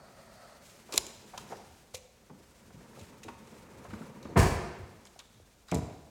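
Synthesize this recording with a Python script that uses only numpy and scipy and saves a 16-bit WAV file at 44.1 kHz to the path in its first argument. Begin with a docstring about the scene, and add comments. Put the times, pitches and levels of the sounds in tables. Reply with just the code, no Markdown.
"""Slam of a pull-out pantry

In a hard-walled kitchen a foil packet is pulled from a basket and crackles, a tall pull-out pantry rolls in
on its runners and slams, and the packet is set down on a wooden worktop. Short pushes ring the cabinet and
the wood. Noise bursts make snaps, knocks and a few low footfall thumps; shaped noise makes scuffs, the
shaking frame, floor, cloth and hush."""
import sys
import numpy as np
from scipy import signal
from scipy.fft import rfft, irfft, next_fast_len
from scipy.io import wavfile
from scipy.ndimage import map_coordinates

SR = 44100
rng = np.random.default_rng(int(sys.argv[2]) if len(sys.argv) > 2 else 0)


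def to_wav(sig):
    """Store sig (one row per channel, or 1-D mono) as 16-bit WAV at the path in sys.argv[1].

    Samples outside -1..1 are clipped; the rate is SR.
    """
    pcm = np.clip(np.atleast_2d(sig), -1, 1) * 32767
    pcm = np.round(pcm).astype(np.int16)
    wavfile.write(sys.argv[1], SR, pcm.T)  # frames by channels


def invert_db(level):
    """Linear amplitude ratio for a level in decibels (20 dB per decade), elementwise."""
    return 10 ** (np.asarray(level, dtype=float) / 20)


N = 268998  # length in samples


def unit(x):
    """Scale a sound to rms 1."""
    return x / np.sqrt(np.mean(x ** 2) + 1e-20)


def along(points, hz):
    """Read a curve of (pitch, value) points on a log pitch axis."""
    point_hz, value = np.transpose(points)
    return np.interp(np.log(hz + 1), np.log(point_hz + 1), value)


def level_curve(rows):
    """Join (time, level) points by straight lines, one level per sample."""
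    time_s, level_db = np.transpose(rows)
    return np.interp(np.arange(N) / SR, time_s, level_db)


def wobble(rate):
    """A smooth random curve with rate new random values a second."""
    knots = rng.standard_normal(int(N * rate / SR) + 4)
    return map_coordinates(knots, [np.arange(N) * rate / SR])


def swell(start_s, level_db, rise_s, hold_s, t60_s):
    """A gain that rises at start_s, then falls 60 dB per t60_s once hold_s has passed since the start."""
    t = np.clip(np.arange(N) / SR - start_s, 0, None)
    fall = invert_db(level_db - 60 * np.clip(t - hold_s, 0, None) / t60_s)
    return fall * (1 - np.exp(-(t / rise_s) ** 2))


def filtered(x, response):
    """Multiply the spectrum of x by a response to frequency."""
    size = next_fast_len(len(x) + 8192)
    spectrum = rfft(x, size) * response(np.fft.rfftfreq(size, 1 / SR))
    return irfft(spectrum, size)[:len(x)]


def body(modes):
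    """Response of an object that rings at several pitches, added with alternating sign."""
    def response(f):
        total = 0
        for k, (hz, width, db) in enumerate(modes):
            total = total + (-1) ** k * invert_db(db) * 1j * f * width / (hz * hz - f * f + 1j * f * width)
        return total
    return response


def noise(spectrum):
    """Random noise with a given tone colour, rms 1."""
    return unit(filtered(rng.standard_normal(N), lambda hz: invert_db(along(spectrum, hz))))


def shaken(modes, rate):
    """An object rung by noise that wavers in strength, rms 1."""
    push = rng.standard_normal(N) * invert_db(1.2 * wobble(rate))
    return unit(filtered(push, body(modes)))


def burst(t60_s, rise_s, response):
    """Dying noise sent through a response, peak 1, cut at 0.2 s."""
    t = np.arange(SR // 5) / SR
    push = rng.standard_normal(len(t)) * invert_db(-60 * t / t60_s) * (1 - np.exp(-t / rise_s))
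    x = filtered(push, response)
    return x / np.abs(x).max()


def add(track, start_s, x):
    """Mix x into the track from start_s on."""
    part = track[round(start_s * SR):][:len(x)]
    part += x[:len(part)]


def add_in_room(track, start_s, x, room_db):
    """Mix in x and its own answer from the room."""
    add(track, start_s, x)
    add(track, start_s, invert_db(room_db) * kitchen(x))


# how long the room rings: pitch_hz [Hz], time to fall 60 dB t60_s [s]
KITCHEN_RING = [(60, 0.81), (170, 0.66), (500, 1), (2000, 1), (4000, 1), (8000, 0.68), (12000, 0.42)]


def kitchen(x):
    """The room's answer builds over a few ms, then each pitch dies at its own speed."""
    hz, t, z = signal.stft(rng.standard_normal(SR), SR, nperseg=256)
    fade = invert_db(-60 * t / along(KITCHEN_RING, hz)[:, None])
    tail = signal.istft(z * fade, SR, nperseg=256)[1]
    tail = tail * (1 - np.exp(-np.arange(len(tail)) / SR / .006))
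    return signal.fftconvolve(x, tail / np.linalg.norm(tail))


def blows(contacts, modes, gain_db, room_db):
    """Half-sine pushes ring an object; a shorter contact sounds brighter."""
    out = np.zeros(N)
    for start_s, push_db, contact_s in contacts:
        push = np.sin(np.pi * np.linspace(0, 1, max(4, round(contact_s * SR))))
        push = invert_db(push_db + gain_db) * push / push.sum()
        x = filtered(np.pad(push, (0, SR // 2)), body(modes))
        add_in_room(out, start_s, x, room_db)
    return out


# the front meets the cabinet in several contacts:
# start_s [s], push_db [dB, before the gain in blows], contact_s [s]
SLAM_CONTACTS = [(4.3575, -20, 0.0012), (4.362, -12.5, .0012), (4.368, -3, 0.0022), (4.379, -14, 0.00088),
                 (4.388, -16, 0.0012), (4.391, -0.5, 0.0022), (4.403, -16, 0.0059), (4.453, -19.5, 0.0017)]
# ringing of the cabinet: pitch_hz [Hz], width_hz [Hz], level_db [dB, relative]
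CABINET = [(46.7, 14, -2.5), (77.6, 36, 1), (178, 65, -1.5), (370, 20, 0.5), (473, 93, -4.5),
           (680, 26, -18), (800, 33, -11), (1000, 79, 0.5), (1270, 50, -13), (1600, 110, -16),
           (1830, 74, -18), (2400, 200, -23)]
# tone colour of the goods: pitch_hz [Hz], level_db [dB per Hz, relative]
GOODS = [(1470, -20), (2500, -10), (3180, -20.5), (4550, -13.5), (7830, -15), (8460, -15.5), (16000, -28.5)]
# tone colour of the baskets, also heard in jiggle(): pitch_hz [Hz], level_db [dB per Hz, relative]
BASKETS = [(180, -28), (300, -5.5), (473, -7), (600, -9.5), (714, -1.5), (787, -8.5), (1400, -13),
           (1810, -12), (4000, -33), (5200, -60), (8800, -120)]


def slam():
    """The cabinet booms while baskets and goods rattle on as fading, flickering noise, all with room."""
    landing_s, hold_s = 4.357, .038
    clatter = unit(noise(BASKETS) * invert_db(0.62 * wobble(250)))
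    clatter = swell(landing_s, -26, .005, hold_s, t60_s=0.42) * clatter
    shake = unit(noise(GOODS) * invert_db(2.4 * wobble(300)))
    # the goods follow the baskets 4 ms later
    shake = swell(landing_s + .004, -34, .014, hold_s, t60_s=0.46) * shake
    room = kitchen(invert_db(-4.5) * clatter + invert_db(-5.5) * shake)[:N]
    return clatter + shake + room + blows(SLAM_CONTACTS, CABINET, gain_db=36.5, room_db=-4)


# the packet lands and rocks: start_s [s], push_db [dB, before the gain in blows], contact_s [s]
LANDINGS = [(5.7175, -20, 0.0016), (5.724, -22, 0.00081), (5.729, -20, 0.0014), (5.735, -24, 0.00162),
            (5.74, -22, 0.001), (5.746, -17, 0.0023), (5.760, -19, 0.00172), (5.771, -27, 0.0012),
            (5.786, -22.5, 0.0017), (5.826, -20, 0.006)]
# ringing of the wood: pitch_hz [Hz], width_hz [Hz], level_db [dB, relative]
WORKTOP = [(78, 27, -1.5), (152, 83, -2), (290, 97, -4), (445, 65, -5), (674, 104, -2), (880, 50, -7.5),
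           (957, 43, -3.5), (1600, 260, -19), (1870, 180, -39), (2170, 690, -1)]


def set_down():
    """The brick-hard packet thuds on the worktop in a string of short contacts."""
    return blows(LANDINGS, WORKTOP, gain_db=40, room_db=-7.0)


# foil snaps and basket ticks, far ones with more room:
# start_s [s], peak_db [dB, without room], pitch_hz [Hz, favoured tone], room_db [dB, against the snap]
SNAPS = [(0.923, -29, 3740, -9.5), (0.938, -27.5, 3560, -19), (0.948, -38.5, 5960, -28),
         (0.96, -29.5, 7800, -8), (0.9654, -36, 4960, -24), (0.9734, -30, 3000, -19),
         (0.9768, -14, 3850, -21.5), (0.977, -7.5, 7250, -19), (0.9815, -29, 7200, -15),
         (1.0658, -31, 6900, -18), (1.376, -31, 3340, -10), (1.378, -34.5, 4970, -11),
         (1.4094, -47, 3030, -15), (1.49, -47, 5070, 7), (1.5677, -48, 4960, -16), (1.9453, -28, 5150, -19),
         (1.948, -37, 5600, -17), (1.9453, -37, 2220, -12), (1.9564, -40, 5500, -18),
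         (2.9684, -58, 4320, -14), (2.993, -44, 3260, -6), (3.002, -52, 6000, -8), (3.011, -47, 2500, -14),
         (3.0959, -54.5, 2800, -9), (3.2317, -40.5, 2830, -4), (3.285, -47, 2780, -11),
         (3.472, -51, 2930, -0.5), (3.8422, -51.5, 5670, -19), (3.9036, -52, 3180, 2.5),
         (3.9325, -49, 2870, -3), (4.2272, -44.5, 4230, 0), (4.248, -51, 2850, -13), (5.052, -43, 6460, -7),
         (5.0623, -48, 7000, -4), (5.069, -45, 3900, -20), (5.1906, -36, 4850, -18.5),
         (5.1992, -39.5, 3360, -7), (5.684, -44, 4240, 8), (5.7146, -29.5, 7000, -9),
         (5.7444, -28, 8200, -9), (5.75, -30.5, 4960, -13)]
# ringing of the packet's wrapping, also heard in scuffs():
# pitch_hz [Hz], width_hz [Hz], level_db [dB, relative]
FOIL = [(1000, 210, -12), (2380, 600, -3.5), (3910, 940, -3), (5240, 1100, -3), (7000, 1440, -1.5),
        (11610, 4900, -12)]


def snaps():
    """Each crease or wire rings the wrapping and favours one pitch; harder snaps are shorter."""
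    out, foil = np.zeros(N), body(FOIL)
    for start_s, peak_db, hz, room_db in SNAPS:
        crease = body([(hz, .5 * hz, 0)])
        # a snap of -38 dB fades over 116 cycles of its favoured pitch
        t60_s = 116 / hz * invert_db(-0.1278 * (peak_db + 38))
        x = invert_db(peak_db) * burst(t60_s, 0.00052, lambda f: foil(f) * (0.4 + crease(f)))
        add_in_room(out, start_s, x, room_db)
    return out


# fingers and goods drag over foil and wire:
# start_s [s], end_s [s], level_db [dB, before the foil's ringing], crackle [0 smooth to 1 grainy]
SCUFFS = [(0.63, 0.815, -51.5, 0.1), (0.923, 0.99, -33.5, .5), (1.378, 1.435, -46, .4),
          (1.49, 1.553, -50, 0.4), (1.935, 1.987, -42, 0.7), (2.965, 3.041, -56, 0.36),
          (3.235, 3.248, -41.5, 0.3), (3.91, 3.95, -61, 0.3), (4.0, 4.05, -59, 0.2),
          (4.228, 4.26, -61, 0.3), (5.047, 5.085, -60.5, 0.2), (5.203, 5.235, -66.5, 0.4),
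          (5.672, 5.718, -56, 0.2), (5.728, 5.806, -48, 1)]


def scuffs():
    """Dense tiny creases: noise with a quick swell and slower fade, broken into grains, rings the foil."""
    envelope, t = np.zeros(N), np.arange(N) / SR
    grains = wobble(500)
    for start_s, end_s, level_db, crackle in SCUFFS:
        length_s = end_s - start_s
        times_s = [start_s, start_s + .15 * length_s, start_s + .6 * length_s, end_s]
        stroke = np.interp(t, times_s, [0, 1, .7, 0], left=0, right=0)
        envelope += invert_db(level_db + 7 * crackle * grains) * stroke
    dry = filtered(envelope * rng.standard_normal(N), body(FOIL))
    return dry + invert_db(-11.5) * kitchen(dry)[:N]


# knocks of baskets and jars, and a few low footfall thumps:
# start_s [s], peak_db [dB, without room], pitch_hz [Hz], width_hz [Hz], t60_s [s, fade of the driving noise]
KNOCKS = [(.885, -43, 604, 400, .25), (.919, -40.5, 545, 300, .1), (.929, -35.5, 1120, 400, 0.058),
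          (.94, -30, 432, 253, 0.056), (.974, -29.5, 680, 610, 0.053), (.975, -46, 62, 30, 0.078),
          (1.24, -47, 374, 202, .078), (1.334, -38, 750, 400, 0.11), (1.375, -34.5, 1000, 400, .08),
          (1.50, -39, 500, 400, 0.23), (1.511, -46, 1300, 900, .12), (1.522, -31.5, 770, 300, 0.077),
          (1.932, -45.5, 90, 30, 0.11), (1.943, -37, 500, 40, 0.014), (2.299, -43.5, 206, 101, 0.18),
          (2.297, -46, 834, 300, 0.071), (2.398, -51, 308, 151, 0.067), (2.669, -55, 184, 80, .19),
          (2.735, -44.5, 147, 60, 0.21), (2.964, -46, 540, 400, 0.25), (3.01, -46, 90, 40, 0.076),
          (3.232, -45, 2000, 900, .038), (3.245, -41.5, 293, 200, 0.17), (3.282, -41, 300, 250, 0.081),
          (3.281, -35, 990, 348, 0.083), (3.283, -43.5, 2400, 1000, 0.039), (3.75, -54, 920, 400, .05),
          (3.848, -39, 890, 600, 0.064), (3.905, -42, 1310, 890, 0.079), (3.93, -33, 216, 50.5, 0.086),
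          (3.934, -38, 1170, 800, 0.054), (4.008, -36, 200, 50, 0.069), (4.015, -45, 1250, 300, 0.077),
          (4.251, -33.5, 290, 220, 0.082), (4.254, -40.5, 1010, 504, 0.036), (4.278, -36, 247, 248, 0.57),
          (4.779, -43.5, 86, 30, 0.12), (5.052, -49.5, 1500, 1200, 0.075), (5.16, -47.5, 614, 300, 0.03),
          (5.193, -48, 1200, 1000, 0.1), (5.351, -53, 110, 50, 0.12), (5.398, -49.5, 370, 102, 0.055),
          (5.681, -46.5, 1250, 500, 0.17), (5.714, -36.5, 2300, 300, 0.065)]


def knocks():
    """Dull damped rings with a soft skirt of upper tones, fainter the purer the ring; long ones start softly."""
    out = np.zeros(N)
    for start_s, peak_db, hz, width, t60_s in KNOCKS:
        skirt_db = -8 + 10 * np.log10(width / hz)
        ring = body([(hz, width, 0), (0.99 * hz, 1.8 * hz, skirt_db)])
        x = burst(t60_s, 0.021 * t60_s, lambda f: ring(f) / (1 + 1j * f / (4 * hz)) ** 2)
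        add_in_room(out, start_s, invert_db(peak_db) * x, room_db=-9.5)
    return out


# how hard the frame shakes as it is handled and rolled, also used in jiggle() and floor():
# time_s [s], level_db [dB]
FRAME_SHAKE = [(0, -60), (.65, -63.5), (1.07, -55), (1.17, -62.5), (1.5, -53), (1.7, -61), (2.1, -70),
               (2.36, -61.5), (2.51, -63), (3.02, -54), (3.29, -57.5), (3.61, -53.5), (3.92, -50.5),
               (4.34, -50.5), (4.4, -67), (4.9, -56.5), (5.14, -64), (5.4, -68), (5.68, -69)]
# ringing of the frame on its runners: pitch_hz [Hz], width_hz [Hz], level_db [dB, relative]
RUNNERS = [(131.3, 43.5, -1), (220, 45, 3), (400, 110, -4), (540.5, 99, -4.5), (936, 130, -9),
           (1250, 160, -13.5), (1587, 340, -18.5), (2296, 780, -22)]


def runners():
    """Uneven noise rings the frame on its runners, shaking as it is handled and rolled."""
    return invert_db(level_curve(FRAME_SHAKE)) * shaken(RUNNERS, 40)


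def jiggle():
    """The baskets jiggle as flickering noise while the frame shakes."""
    flicker = unit(noise(BASKETS) * invert_db(6 * wobble(90)))
    return invert_db(level_curve(FRAME_SHAKE) - 12.5) * flicker


# ringing of the dragging frame: pitch_hz [Hz], width_hz [Hz], level_db [dB, relative]
SLIDE = [(560, 53, 7), (705, 134, 4.5), (1290, 190, -0.5), (1927, 240, -7), (4500, 560, -11),
         (8740, 295, -16.5)]


def drag():
    """The frame drags to its outer stop: wavering noise rings it, sags slowly, then fades fast."""
    t = np.arange(N) / SR
    stop_s, fade_s = 0.788, 0.063  # after the stop it loses 20 dB more per fade_s
    level_db = -58.5 - 5.5 * t - 20 * np.clip(t - stop_s, 0, None) / fade_s
    return invert_db(level_db + 3.2 * wobble(4.15)) * shaken(SLIDE, 27.2)


# weight shifts from foot to foot: start_s [s], level_db [dB, before the swell's shape]
STEPS = [(.27, -69), (.96, -72), (1.13, -62), (1.3, -61), (1.66, -60), (2.33, -65), (2.64, -64), (3.0, -62),
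         (3.25, -56), (3.55, -65), (3.75, -56), (3.88, -50), (4.24, -49), (4.77, -42), (5.36, -57.5)]
# ringing of the floor boards: pitch_hz [Hz], width_hz [Hz], level_db [dB, relative]
FLOOR = [(55, 60, -9.5), (90, 25, 2.5)]


def floor():
    """Noise rings the boards, swelling at each step and following the frame's shaking."""
    tread = invert_db(level_curve(FRAME_SHAKE) - 17)
    for start_s, level_db in STEPS:
        tread = tread + swell(start_s, level_db, rise_s=0.015, hold_s=0.015, t60_s=.5)
    return tread * shaken(FLOOR, 4.1)


# how briskly sleeves and packet move: time_s [s], level_db [dB]
STIR = [(0, -72), (.14, -63), (.31, -64.5), (.65, -63), (1.07, -57.5), (1.17, -63), (1.33, -60), (1.9, -65),
        (2.1, -71), (2.55, -65), (2.88, -66.5), (3.02, -59.5), (3.17, -66), (4.06, -62.5), (4.27, -71),
        (5.14, -66), (5.39, -69.5), (5.68, -68.5)]
# tone colour of cloth and foil: pitch_hz [Hz], level_db [dB per Hz, relative]
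RUSTLE = [(710, -37), (1200, -10.5), (1400, -3), (1630, -6.5), (2510, -6.5), (3150, -8), (8170, -10),
          (10600, -15), (16000, -21)]


def rustle():
    """Cloth and foil rustle as flickering noise that follows the movement."""
    return invert_db(level_curve(STIR)) * unit(noise(RUSTLE) * invert_db(1.66 * wobble(60)))


# tone colour of room air and microphone hiss: pitch_hz [Hz], level_db [dB per Hz, relative]
HUSH = [(20, -25), (35, -2), (55, 0), (124, -9), (210, -15.5), (280, -17), (500, -15.5), (700, -14.5),
        (1400, -28.5), (3000, -32.5), (6400, -25.5), (11000, -35), (15200, -33), (16500, -47)]


def hush():
    """Room air and microphone hiss are steady noise at -66 dB."""
    return invert_db(-66) * noise(HUSH)


def scene():
    """All sources added at one microphone."""
    events = slam() + set_down() + snaps() + scuffs() + knocks()
    background = runners() + jiggle() + drag() + floor() + rustle() + hush()
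    return (events + background)[None]


def top_cut(x):
    """Nothing passes above the cut-off."""
    return signal.sosfilt(signal.butter(12, 16640, fs=SR, output="sos"), x)


def record(dry):
    """The microphone rolls off the deepest bass, below about 33 Hz."""
    x = filtered(dry[0], lambda hz: (1j * hz) ** 2 / (33 ** 2 - hz ** 2 + 1.4j * 33 * hz))
    return top_cut(x[None])


dry = scene()
out = record(dry)
to_wav(out)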